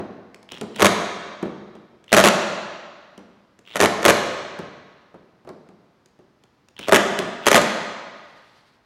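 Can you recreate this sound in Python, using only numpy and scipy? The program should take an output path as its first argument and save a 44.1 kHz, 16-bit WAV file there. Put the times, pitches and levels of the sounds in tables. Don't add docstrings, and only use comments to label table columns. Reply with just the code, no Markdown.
import sys
import numpy as np
from scipy import signal
from scipy.fft import rfft, irfft, next_fast_len
from scipy.io import wavfile
from scipy.ndimage import map_coordinates

SR = 44100
rng = np.random.default_rng(int(sys.argv[2]) if len(sys.argv) > 2 else 0)


def dump(signal):
    limited = np.clip(np.atleast_2d(signal).T, -1, 1)
    pcm = np.round(limited * 32767).astype(np.int16)
    wavfile.write(sys.argv[1], SR, pcm)


N = 390285
LEAD = SR
TOTAL = LEAD + N


def hammer():
    # f/Hz, relative level/dB
    crack_spectrum = [(30, -32), (130, -19), (600, 0), (1800, 2.7), (3200, -2.2), (5000, -10.3), (6500, -7),
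                      (9000, -13.3), (11500, -12.3), (13000, -23.5), (16000, -32)]
    # f/Hz, relative level/dB
    knock_spectrum = [(25, -32), (65, -28), (90, -6), (125, -20), (190, -3), (280, -6), (400, -1),
                      (600, 1.5), (800, -6), (1150, -5), (2000, -12), (4000, -28), (16000, -60)]
    steel, wall, wood = np.zeros((3, TOTAL))
    for s, crack_db, knock_db in blows():
        add(steel, s, amp(crack_db + 5.7) * dense_ring(t60=.016, attack_s=.0006))
        add(wall, s, amp(knock_db - 1.8) * dense_ring(t60=.035, attack_s=.0004))
        add(wood, s, amp(knock_db + 0.9) * timber(scatter_db=2.5, detune=.006))
    return coloured(steel, crack_spectrum) + coloured(wall, knock_spectrum) + wood


def blows(gap_s=.0088, jitter_s=.0008, scatter_db=1.5, fade_db_per_s=125, most=12):
    # start t/s, end t/s, relative crack level/dB, relative knock level/dB
    volleys = [(-0.74, -0.7, -11, -4), (0.7955, 0.811, -23, -18), (0.8197, 0.8255, -12.5, -7),
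               (0.8455, 0.866, -10, -6), (2.1278, 2.1454, -11, -7.5), (2.166, 2.2087, -11.5, -5),
               (2.2391, 2.284, -10.5, -7), (3.7567, 3.7732, -28, -22.5), (3.8025, 3.8575, -14, -8),
               (4.029, 4.029, -26, -21), (4.0515, 4.058, -10.5, -6), (4.0809, 4.1061, -10.5, -7),
               (6.8834, 6.893, -27, -16.5), (6.9223, 6.931, -14, -5.5), (6.9439, 6.9668, -14, -12),
               (7.4665, 7.4827, -11.5, -10.5), (7.5148, 7.5274, -11, -9.5), (7.5444, 7.576, -10, -8.5)]
    rows = []
    for start, end, crack_db, knock_db in volleys:
        late, crack_scatter, knock_scatter = rng.standard_normal((3, most))
        rows.append((start - .0085, crack_db - 16, knock_db - 16))
        count = min(most, 1 + round((end - start) / gap_s))
        for k, age in enumerate(np.linspace(0, end - start, count)):
            rows.append((start + age + (k > 0) * jitter_s * late[k],
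                         crack_db - fade_db_per_s * age + scatter_db * crack_scatter[k],
                         knock_db - fade_db_per_s * age + scatter_db * knock_scatter[k]))
    return rows


def timber(scatter_db, detune):
    # f/Hz, relative level/dB, T60/s
    modes = [(92, -19, .14), (170, -14, .08), (201, -8, .14), (231, -12, .12), (325, -6.5, .07),
             (405, 0, .075), (520, -5, .05), (590, 1.5, .07), (660, -4, .055), (895, -6, .045),
             (1090, -2, .045), (1250, -6, .055), (1410, -7, .04), (1700, -8, .03)]
    t = np.arange(SR // 12) / SR
    hz, db, t60 = np.transpose(modes)[:, :, None]
    gain = amp(db + scatter_db * rng.standard_normal(hz.shape))
    mistuned_hz = hz * (1 + detune * rng.standard_normal(hz.shape))
    phase = 2 * np.pi * (mistuned_hz * t + rng.random(hz.shape))
    ring = np.sum(gain * np.sin(phase) * amp(-60 * t / t60), axis=0)
    return ring * (1 - np.exp(-t / .0004)) / np.linalg.norm(gain)


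def bumps_and_lone_blows():
    # f/Hz, relative level/dB
    click_spectrum = [(100, -20), (900, -3), (2600, 2), (4500, -5), (6500, -4), (10000, -11), (15000, -25)]
    # f/Hz, relative level/dB
    thud_spectrum = [(30, -26), (70, -9), (125, -9), (195, 2), (270, -3), (380, 1), (500, -4.5), (620, -6),
                     (800, -12), (1100, -16), (2000, -26), (5000, -45), (16000, -65)]
    clicks, thuds = np.zeros((2, TOTAL))
    for s, click_db, thud_db in settling_impacts():
        add(clicks, s, amp(click_db - 9) * dense_ring(t60=.015, attack_s=.0002))
        add(thuds, s, amp(thud_db + 0.3) * dense_ring(t60=.06, attack_s=.002))
        add(thuds, s, amp(thud_db - 15.7) * dense_ring(t60=.65, attack_s=.008))
    return coloured(clicks, click_spectrum) + coloured(thuds, thud_spectrum)


def settling_impacts(settle_s=.015, spread=.25):
    # t/s, relative click level/dB, relative thud level/dB
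    impacts = [(-0.012, -50, -22), (0.3446, -30, -52), (0.4289, -38, -55), (0.5192, -21, -37),
               (0.5824, -33, -46), (0.612, -19, -24), (0.7607, -21, -34), (1.4268, -27, -20),
               (1.7524, -41, -39), (2.0413, -39, -58), (3.1772, -34, -37), (3.5902, -39, -54),
               (4.5894, -28, -28), (5.142, -52, -38), (5.4484, -52, -43), (5.4735, -47, -34),
               (5.4904, -33, -34), (5.6884, -45, -47), (6.0591, -40, -59), (6.1894, -51, -47),
               (6.4373, -42, -57), (6.6857, -39, -59), (6.791, -19, -35), (7.1891, -8, -19),
               (7.6154, -11, -25)]
    delays = settle_s * np.exp(spread * rng.standard_normal(len(impacts)))
    settling = [(s + delay, click_db - 15, thud_db - 6)
                for (s, click_db, thud_db), delay in zip(impacts, delays)]
    return list(impacts) + settling


def motor(first_hz=80, last_hz=140, whine_hz=15610):
    # start t/s, end t/s, relative level/dB
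    runs = [(.49, .575, -35), (.745, .795, -32), (2.08, 2.125, -34.5), (3.651, 3.755, -36),
            (6.765, 6.882, -33), (7.425, 7.46, -33)]
    # f/Hz, relative level/dB
    tick_spectrum = [(200, -12), (1200, -12), (2200, -8), (3000, 0), (3500, -3), (4500, -18), (9000, -32),
                     (15000, -44)]
    gears, whine = np.zeros((2, TOTAL))
    for start, end, db in runs:
        n = round((end - start) * SR)
        progress = np.linspace(0, 1, n)
        level = amp(db + 6 * progress)
        turns = np.cumsum(first_hz + (last_hz - first_hz) * progress) / SR
        for i in np.flatnonzero(np.diff(np.floor(turns), prepend=-1)):
            late, strength = rng.standard_normal(2)
            tick = level[i] * amp(2 * strength - 6.3) * dense_ring(t60=.014, attack_s=.0004)
            add(gears, start + i / SR + .0007 * late, tick)
        running = signal.windows.tukey(n)
        whirr = amp(-23) * level * running * rng.standard_normal(n)
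        add(gears, start, whirr)
        add(whine, start, amp(db - 34) * running * np.sin(2 * np.pi * whine_hz * np.arange(n) / SR))
    return coloured(gears, tick_spectrum) + whine


def room(x, count=6, shift_hz=4):
    t = np.arange(TOTAL) / SR
    shares = np.array([np.cos(2 * np.pi * (shift_hz * k * t + rng.random()))
                       for k in range(1, count + 1)])
    shares /= np.linalg.norm(shares, axis=0)
    return sum(signal.oaconvolve(x * share, room_response())[:TOTAL] for share in shares)


def room_response(diffuse_db=-9.6, standing_db=-28.5, build_s=.008, early_s=.035):
    # f/Hz, T60/s
    decay_times = [(60, 1.25), (200, 1.25), (400, 1.32), (800, 1.54), (1500, 1.58), (2700, 1.47),
                   (4000, 1.47), (5500, 1.27), (8000, .89), (11000, .61), (16000, .36)]
    # f/Hz, relative level/dB
    wall_spectrum = [(30, -20), (80, 0), (220, 2.2), (450, -1.3), (750, -.4), (1200, .3), (2700, -3),
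                     (4200, .5), (7000, -2), (11000, -5), (16000, -7)]
    # f/Hz, relative level/dB, T60/s
    modes = [(200, 0, 1), (231, -1, 1), (324, -2, .9), (401, -7, .8), (584, -4, 1), (640, -3, 1.1),
             (700, -1, 1.2)]
    hz, frame_s, noise = signal.stft(rng.standard_normal(2 * SR), SR, nperseg=256)
    decay = amp(-60 * frame_s / along(decay_times, hz)[:, None])
    tail = signal.istft(noise * decay, SR, nperseg=256)[1]
    t = np.arange(len(tail)) / SR
    early_boost = 1 + .7 * np.exp(-t / early_s)
    tail = coloured(tail, wall_spectrum) * (1 - np.exp(-t / build_s)) * early_boost
    waves = sum(amp(db - 60 * t / t60) * np.sin(2 * np.pi * (f * t + rng.random()))
                for f, db, t60 in modes)
    return amp(diffuse_db) * tail / np.linalg.norm(tail) + amp(standing_db) * waves / np.linalg.norm(waves)


def sleeve(start_s=8.0, length_s=.9, level_db=-63, rough_db=2, rough_hz=40):
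    # f/Hz, relative level/dB
    cloth_spectrum = [(100, -12), (600, -4), (2000, -3), (4500, -1), (7000, -15), (11000, -22),
                      (16000, -31)]
    t = np.arange(round(length_s * SR)) / SR
    grip = map_coordinates(rng.standard_normal(128), [t * rough_hz])
    swing = np.sin(np.pi * t / length_s)
    rub = np.zeros(TOTAL)
    add(rub, start_s, amp(level_db + rough_db * grip) * swing * rng.standard_normal(len(t)))
    return coloured(rub, cloth_spectrum)


def house_air(level_db=-61.8):
    # f/Hz, relative level/dB
    air_spectrum = [(20, -3), (60, -2), (110, 2), (250, -.5), (600, -8), (1100, -9), (1800, -14),
                    (3000, -20), (5000, -23), (8000, -35), (16000, -42)]
    air = coloured(rng.standard_normal(TOTAL), air_spectrum)
    return amp(level_db) * air / np.sqrt(np.mean(air ** 2))


def dense_ring(t60, attack_s):
    t = np.arange(round(1.5 * t60 * SR) + 2) / SR
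    envelope = amp(-60 * t / t60) * (1 - np.exp(-t / attack_s))
    return envelope / envelope.max() * rng.standard_normal(len(t))


def coloured(x, spectrum, size=4096):
    magnitude = amp(along(spectrum, np.fft.rfftfreq(size, 1 / SR)))
    cepstrum = irfft(np.log(magnitude))
    cepstrum[1:size // 2] *= 2
    cepstrum[size // 2 + 1:] = 0
    response = irfft(np.exp(rfft(cepstrum)))
    return signal.fftconvolve(x, response / np.linalg.norm(response))[:len(x)]


def along(points, hz):
    f, values = np.transpose(points)
    return np.interp(np.log(hz + 1), np.log(f + 1), values)


def amp(db):
    return 10 ** (np.asarray(db) / 20)


def add(track, s, sound):
    part = track[LEAD + round(s * SR):][:len(sound)]
    part += sound[:len(part)]


def scene():
    air = house_air()
    tool = hammer() + bumps_and_lone_blows() + motor()
    return (tool + room(tool) + air + sleeve())[None, LEAD:]


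def record(dry, ceiling=.73, hardness=5, low_hz=50, top_hz=16000):
    clipped = dry / (1 + np.abs(dry / ceiling) ** hardness) ** (1 / hardness)
    size = next_fast_len(N + SR)
    hz = np.fft.rfftfreq(size, 1 / SR)
    band = hz ** 2 / (hz ** 2 + low_hz ** 2) * (hz < top_hz)
    return irfft(rfft(clipped, size) * band, size)[:, :N]


dry = scene()
out = record(dry)
dump(out)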